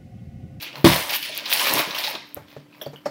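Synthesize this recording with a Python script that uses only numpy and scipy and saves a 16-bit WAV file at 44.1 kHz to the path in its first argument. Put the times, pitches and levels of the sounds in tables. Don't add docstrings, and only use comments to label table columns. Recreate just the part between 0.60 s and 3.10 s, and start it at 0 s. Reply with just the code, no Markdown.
import sys
import numpy as np
from scipy import signal
from scipy.fft import rfft, irfft
from scipy.io import wavfile
from scipy.ndimage import uniform_filter1d

SR = 44100
rng = np.random.default_rng(int(sys.argv[2]) if len(sys.argv) > 2 else 0)


def store_pcm(level_fs):
    pcm = np.round(np.clip(level_fs, -1, 1) * 32767).astype(np.int16)
    wavfile.write(sys.argv[1], SR, np.atleast_2d(pcm).T)


N = 110250
T = np.arange(N) / SR

# (frequency [Hz], level [dB])
CRINKLE_SPECTRUM = [(300, -42.5), (900, -30), (1600, -4.5), (2400, 1.5), (3300, 1.5), (4400, 0), (5500, -5),
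                    (7000, -18), (10000, -47), (16000, -10)]
# (frequency [Hz], level [dB])
FIZZ_SPECTRUM = [(3000, -45), (7000, -25), (10000, -11), (12500, -1), (15000, 1), (17000, -5)]
# (frequency [Hz], level [dB])
THUD_SPECTRUM = [(45, -30), (70, 5), (200, -7.5), (450, -7.5), (700, -8.5), (1100, -16), (2000, -22),
                 (5000, -40)]
# (time [s], level [dB])
LANDINGS = [(0.2438, 1), (0.2558, -5)]
# (frequency [Hz], level [dB], t60 [s])
TABLE_MODES = [(72, -17, .27), (112, -15, .24), (140.5, -13, .33), (182, -15, .28), (222, -6, .1),
               (268, -7, .12), (333, -3, .125), (1110, -20, .11)]
LANDING_AT_S, FINGER_RISE_S = LANDINGS[0][0], .0013


def amp(db):
    return 10 ** (np.asarray(db) / 20)


def unit(x):
    return x / np.sqrt(np.mean(x ** 2) + 1e-20)


def curve_at(points, hz):
    f, value = np.transpose(points)
    return np.interp(np.log(hz + 1), np.log(f), value)


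def fader(points, after_db=None):
    return amp(np.interp(T, *np.transpose(points), right=after_db))


def colour(x, spectrum):
    hz = np.fft.rfftfreq(4096, 1 / SR)
    cepstrum = irfft(np.log(amp(curve_at(spectrum, hz))))
    half = len(cepstrum) // 2
    fold = np.r_[1, np.full(half - 1, 2), 1, np.zeros(half - 1)]
    impulse = irfft(np.exp(rfft(cepstrum * fold)))
    return unit(signal.oaconvolve(x, impulse)[:N])


def lowpass(x, hz):
    return signal.oaconvolve(x, signal.firwin(301, hz, window=("kaiser", 8), fs=SR), "same")


def resonate(x, hz, q):
    band = signal.iirpeak(hz, q, fs=SR)
    return unit(signal.lfilter(*band, signal.lfilter(*band, x)))


def burst(start, decay_s, rise_s=0.00044):
    t = np.maximum(T - start, 0)
    return (1 - np.exp(-t / rise_s)) * np.exp(-t / decay_s)


def ring(start, modes, rise_s=FINGER_RISE_S):
    return -sum(amp(db) * burst(start, t60 / np.log(1000), rise_s) * np.sin(2 * np.pi * hz * (T - start))
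                for hz, db, t60 in modes)


def noise(spectrum):
    return colour(rng.standard_normal(N), spectrum)


def grains(per_s=1300, spread_db=2.1, clump_db=2.5, clump_s=.004):
    clumps = unit(uniform_filter1d(rng.standard_normal(N), int(clump_s * SR)))
    size_db = spread_db * np.minimum(rng.exponential(1, N), 4) + clump_db * clumps
    return amp(size_db) * rng.choice([-1, 1], N) * (rng.random(N) < per_s / SR)


def facets(x, depth_db=2, patch_s=.018, patch_hz=450):
    bands = signal.stft(x, SR, nperseg=256, noverlap=192)[2]
    patches = uniform_filter1d(rng.standard_normal(bands.shape), round(patch_hz * 256 / SR), axis=0)
    patches = unit(uniform_filter1d(patches, round(patch_s * SR / 64), axis=1))
    return signal.istft(bands * amp(depth_db * patches), SR, nperseg=256, noverlap=192)[1][:N]


def room(x, wet_db):
    # (frequency [Hz], t60 [s])
    decay_times = [(100, 0.55), (500, 0.18), (2000, 0.5461), (6000, 0.52), (15000, 0.19)]
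    count = SR // 2
    taps = rng.standard_normal(count) * (rng.random(count) < .1) * (T[:count] > .003)
    hz, t, bands = signal.stft(taps, SR, nperseg=256)
    tail = signal.istft(bands * amp(-60 * t / curve_at(decay_times, hz)[:, None]), SR)[1]
    return x + amp(wet_db) * signal.fftconvolve(x, tail / np.linalg.norm(tail))[:N]


def moving_room(x, wet_db, count=4, crossfade_s=.05):
    place = T / crossfade_s
    shares = [np.maximum(1 - abs((place - k + 1) % count - 1), 0) for k in range(count)]
    sends = [x * np.sqrt(share) for share in shares]
    return x + sum(room(send, wet_db) - send for send in sends)


def room_tone(air_db=-57, hum_hz=294, hum_db=-54.5):
    # (frequency [Hz], level [dB])
    air_spectrum = [(40, -21), (130, 6.5), (300, 7), (500, 0), (1000, -25), (3000, -25.5), (7000, -23.5),
                    (16000, -25)]
    return amp(air_db) * noise(air_spectrum) + amp(hum_db) * np.sin(2 * np.pi * hum_hz * T)


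def finger_slide():
    # (time [s], level [dB])
    swell = [(0, -47), (.03, -39), (.075, -35), (.115, -56), (.15, -72)]
    friction = resonate(facets(rng.standard_normal(N)), hz=2750, q=1.87)
    return friction * fader(swell, after_db=-np.inf)


def press_and_drag():
    # (frequency [Hz], level [dB])
    wall_spectrum = [(25, -7), (70, -29), (140, -7.5), (250, -5.5), (330, -1), (500, -6), (900, -41),
                     (2000, -54)]
    # (time [s], level [dB])
    press = [(.1, -56), (.19, -52), (.3, -60), (.95, -53), (1.08, -46.5), (1.13, -32), (1.19, -29),
             (1.24, -59), (1.3, -39), (1.36, -114), (1.55, -42), (1.68, -85)]
    # (time [s], level [dB])
    drag = [(.15, -60), (.175, -40), (.24, -38), (.26, -70)]
    rumble = colour(grains(), wall_spectrum)
    hum = resonate(noise(wall_spectrum), hz=TABLE_MODES[2][0], q=6)
    return rumble * fader(press) + hum * fader(drag)


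def rim_bump(at_s=1.766, db=-33.5):
    return amp(db) * noise(THUD_SPECTRUM) * burst(at_s, decay_s=.02, rise_s=FINGER_RISE_S)


def flap_flicks(click_t60=.011, sub_db=-10, tail_db=-22, tail_width=.05):
    # (time [s], level [dB], pitch [Hz], fizz level [dB])
    flicks = [(1.623, -27, 2010, -64), (2.128, -30.5, 2540, -72), (2.2138, -14, 3310, -37),
              (2.219, -26.5, 5620, -41), (2.26, -27.5, 4550, -50), (2.36, -24.5, 3010, -55),
              (2.456, -22, 5340, -51), (2.4637, -24, 4440, -57)]
    out, fizz, f = np.zeros(N), noise(FIZZ_SPECTRUM), np.fft.rfftfreq(N, 1 / SR)
    for s, db, hz, fizz_db in flicks:
        click = ring(s, [(hz, 0, click_t60), (hz / 2, sub_db, click_t60)])
        resonance = 1 / (1 + ((f / hz - 1) / tail_width) ** 2)
        flap = unit(irfft(rfft(rng.standard_normal(N)) * resonance, N))
        out += amp(db) * (click + amp(tail_db) * flap * burst(s, decay_s=.028))
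        out += amp(fizz_db) * fizz * burst(s, decay_s=.012)
    return out


def finger_knocks():
    # (time [s], panel level [dB], pitch [Hz], t60 [s], hollow level [dB], scuff level [dB])
    knocks = [(.695, -26, 620, 0.055, -51, -46), (1.478, -19, 851, 0.048, -50.5, -37),
              (1.766, -29, 578, 0.096, -43, -36), (1.965, -25, 568, 0.032, -38, -42.5),
              (2.216, -27.5, 614, 0.061, -64, -36), (2.264, -18, 570, 0.043, -34.5, -37),
              (2.332, -42, 720, 0.055, -45, -38.5), (2.458, -14, 590, 0.074, -38.5, -23.5)]
    # (frequency [Hz], level [dB], t60 [s])
    box_modes = [(145, 1, 0.31), (190, -4, 0.106), (255, -3.5, 0.174), (400, -19, 0.11), (448, 13, 0.03),
                 (1100, -23, .1)]
    # (frequency [Hz], level [dB])
    scuff_spectrum = [(90, -19.5), (300, 1), (600, -3), (1100, -6), (1900, -12), (3500, -25), (7000, -25),
                      (16000, -56)]
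    out, scuff = np.zeros(N), noise(scuff_spectrum)
    for s, db, hz, t60, hollow_db, scuff_db in knocks:
        out += ring(s, [(hz, db, t60)]) + amp(hollow_db) * ring(s, box_modes)
        out += amp(scuff_db) * scuff * burst(s, decay_s=.014, rise_s=FINGER_RISE_S)
    return out


def liner_ticks(hz=12800, decay_s=.00014):
    # (time [s], peak level [dB], low cut [Hz])
    ticks = [(.6285, -15, 3000), (.7772, -7, 4000), (1.1382, 1.5, 3000), (1.1665, -12, 7000),
             (1.178, -14, 9000), (1.208, -12, 11000), (1.7459, -9.5, 11000)]
    out = np.zeros(N)
    for s, db, low_hz in ticks:
        t = np.maximum(T - round(s * SR) / SR, 0)
        tick = np.exp(-t / decay_s) * np.sin(2 * np.pi * hz * t)
        tick = signal.sosfilt(signal.butter(2, low_hz, "high", fs=SR, output="sos"), tick)
        out += amp(db) * tick / abs(tick).max()
    return out


def crease_snaps(ring_hz=(2000, 4200)):
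    # (time [s], body level [dB], fizz level [dB], decay [s])
    snaps = [(0.017, -38, -32, 0.0029), (0.129, -32, -55, 0.0018), (0.156, -23.5, -54, .002),
             (.288, -19, -20, 0.0092), (0.36, -15, -16, 0.0028), (0.4933, -20, -28, .005),
             (0.506, -31, -20, 0.0047), (.544, -30, -28, 0.0033), (0.628, -22, -33, 0.0047),
             (0.749, -34, -30.5, .004), (.856, -25, -39, 0.01), (0.901, -24.5, -40, 0.015),
             (0.9266, -8.5, -20, 0.0026), (0.9943, -16.5, -29, 0.0086), (1.07, -20.5, -30.5, 0.017),
             (1.1924, -15.5, -21, 0.0049), (1.308, -23.5, -40.5, 0.0066), (1.347, -24.5, -34, 0.014),
             (1.384, -24, -27, 0.01), (1.442, -23.5, -40, 0.02), (1.552, -24.5, -58, 0.0043)]
    out, body, fizz = np.zeros(N), noise(CRINKLE_SPECTRUM), unit(facets(noise(FIZZ_SPECTRUM)))
    for s, db, fizz_db, decay_s in snaps:
        crease = signal.lfilter(*signal.iirpeak(rng.uniform(*ring_hz), Q=3, fs=SR), body)
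        out += burst(s, decay_s, rise_s=0.00023) * (amp(db) * unit(body + crease) + amp(fizz_db) * fizz)
    return out


def cereal_rustle():
    # (time [s], crinkle level [dB], fizz level [dB], cereal level [dB])
    gesture = [(0, -42.5, -71, -61), (0.028, -35, -32.5, -44.5), (.113, -57, -89, -51),
               (.169, -43, -51, -38.5), (.235, -55, -55, -54.5), (.485, -51, -53, -74),
               (0.498, -28.5, -53, -34.5), (.557, -24.5, -19.5, -32), (.6, -52, -45, -73),
               (.65, -29.5, -40, -48.5), (.72, -37.5, -70, -49.5), (.77, -33.5, -42, -43.5),
               (0.839, -40.5, -63, -47.5), (.9, -27, -35.5, -34.5), (.935, -23.5, -22.5, -31.5),
               (.975, -26.5, -30.5, -33), (1.01, -24, -28, -26.5), (1.125, -26.5, -30.5, -28.5),
               (1.198, -25, -29, -22.5), (1.257, -37.5, -47, -38), (1.33, -37, -50, -36),
               (1.39, -29.5, -41, -36.5), (1.5, -32, -36, -37.5), (1.561, -40.5, -67, -34.5),
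               (1.6, -77, -74, -54), (1.68, -61, -60, -55), (1.86, -62.5, -85, -60),
               (1.9, -51.5, -58.5, -56), (2.08, -67, -87.5, -64), (2.169, -57, -62, -54),
               (2.42, -64.5, -70, -59)]
    # (frequency [Hz], level [dB])
    cereal_spectrum = [(120, -46.5), (250, -8.5), (450, -7.5), (600, 4), (760, -2.5), (980, 3),
                       (1400, -4.5), (2200, -3.5), (4000, -27.5)]
    # (frequency [Hz], level [dB])
    crackle_spectrum = [(2000, -12.5), (5000, -0.5), (7500, -3.5), (10500, 2), (15000, -32.5)]
    times, crinkle_db, fizz_db, cereal_db = np.transpose(gesture)
    crackle_db = 12.5 + 1.805 * crinkle_db
    layers = [(CRINKLE_SPECTRUM, crinkle_db, -17.5, .09), (FIZZ_SPECTRUM, fizz_db, -25, .12),
              (cereal_spectrum, cereal_db, -15.5, .08), (crackle_spectrum, crackle_db, -25, .12)]
    out = np.zeros(N)
    for spectrum, stir_db, settle_db, settle_s in layers:
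        stirring = amp(np.interp(T, times, stir_db))
        settling = amp(settle_db) * burst(LANDING_AT_S, settle_s)
        out += np.hypot(stirring, settling) * colour(facets(grains()), spectrum)
    return out


def box_landing(thud_db=-13, thud_decay_s=.028, rise_s=.001):
    modes = sum(amp(db) * ring(s, TABLE_MODES, rise_s) for s, db in LANDINGS)
    return modes + amp(thud_db) * noise(THUD_SPECTRUM) * burst(LANDING_AT_S, thud_decay_s, rise_s)


def scene():
    handling = cereal_rustle() + crease_snaps() + press_and_drag() + rim_bump() + finger_slide()
    mix = moving_room(handling, wet_db=-8)
    mix += room(finger_knocks(), wet_db=-10)
    mix += room(flap_flicks(), wet_db=-20)
    mix += room(box_landing(), wet_db=-16)
    return (lowpass(mix + room_tone(), hz=15800) + room(liner_ticks(), wet_db=-15))[None]


def record(dry, low_cut_hz=72, top_hz=16700):
    x = signal.sosfilt(signal.butter(3, low_cut_hz, "high", fs=SR, output="sos"), dry[0])
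    return lowpass(np.clip(x, -1, 1), top_hz)[None]


dry = scene()
out = record(dry)
store_pcm(out)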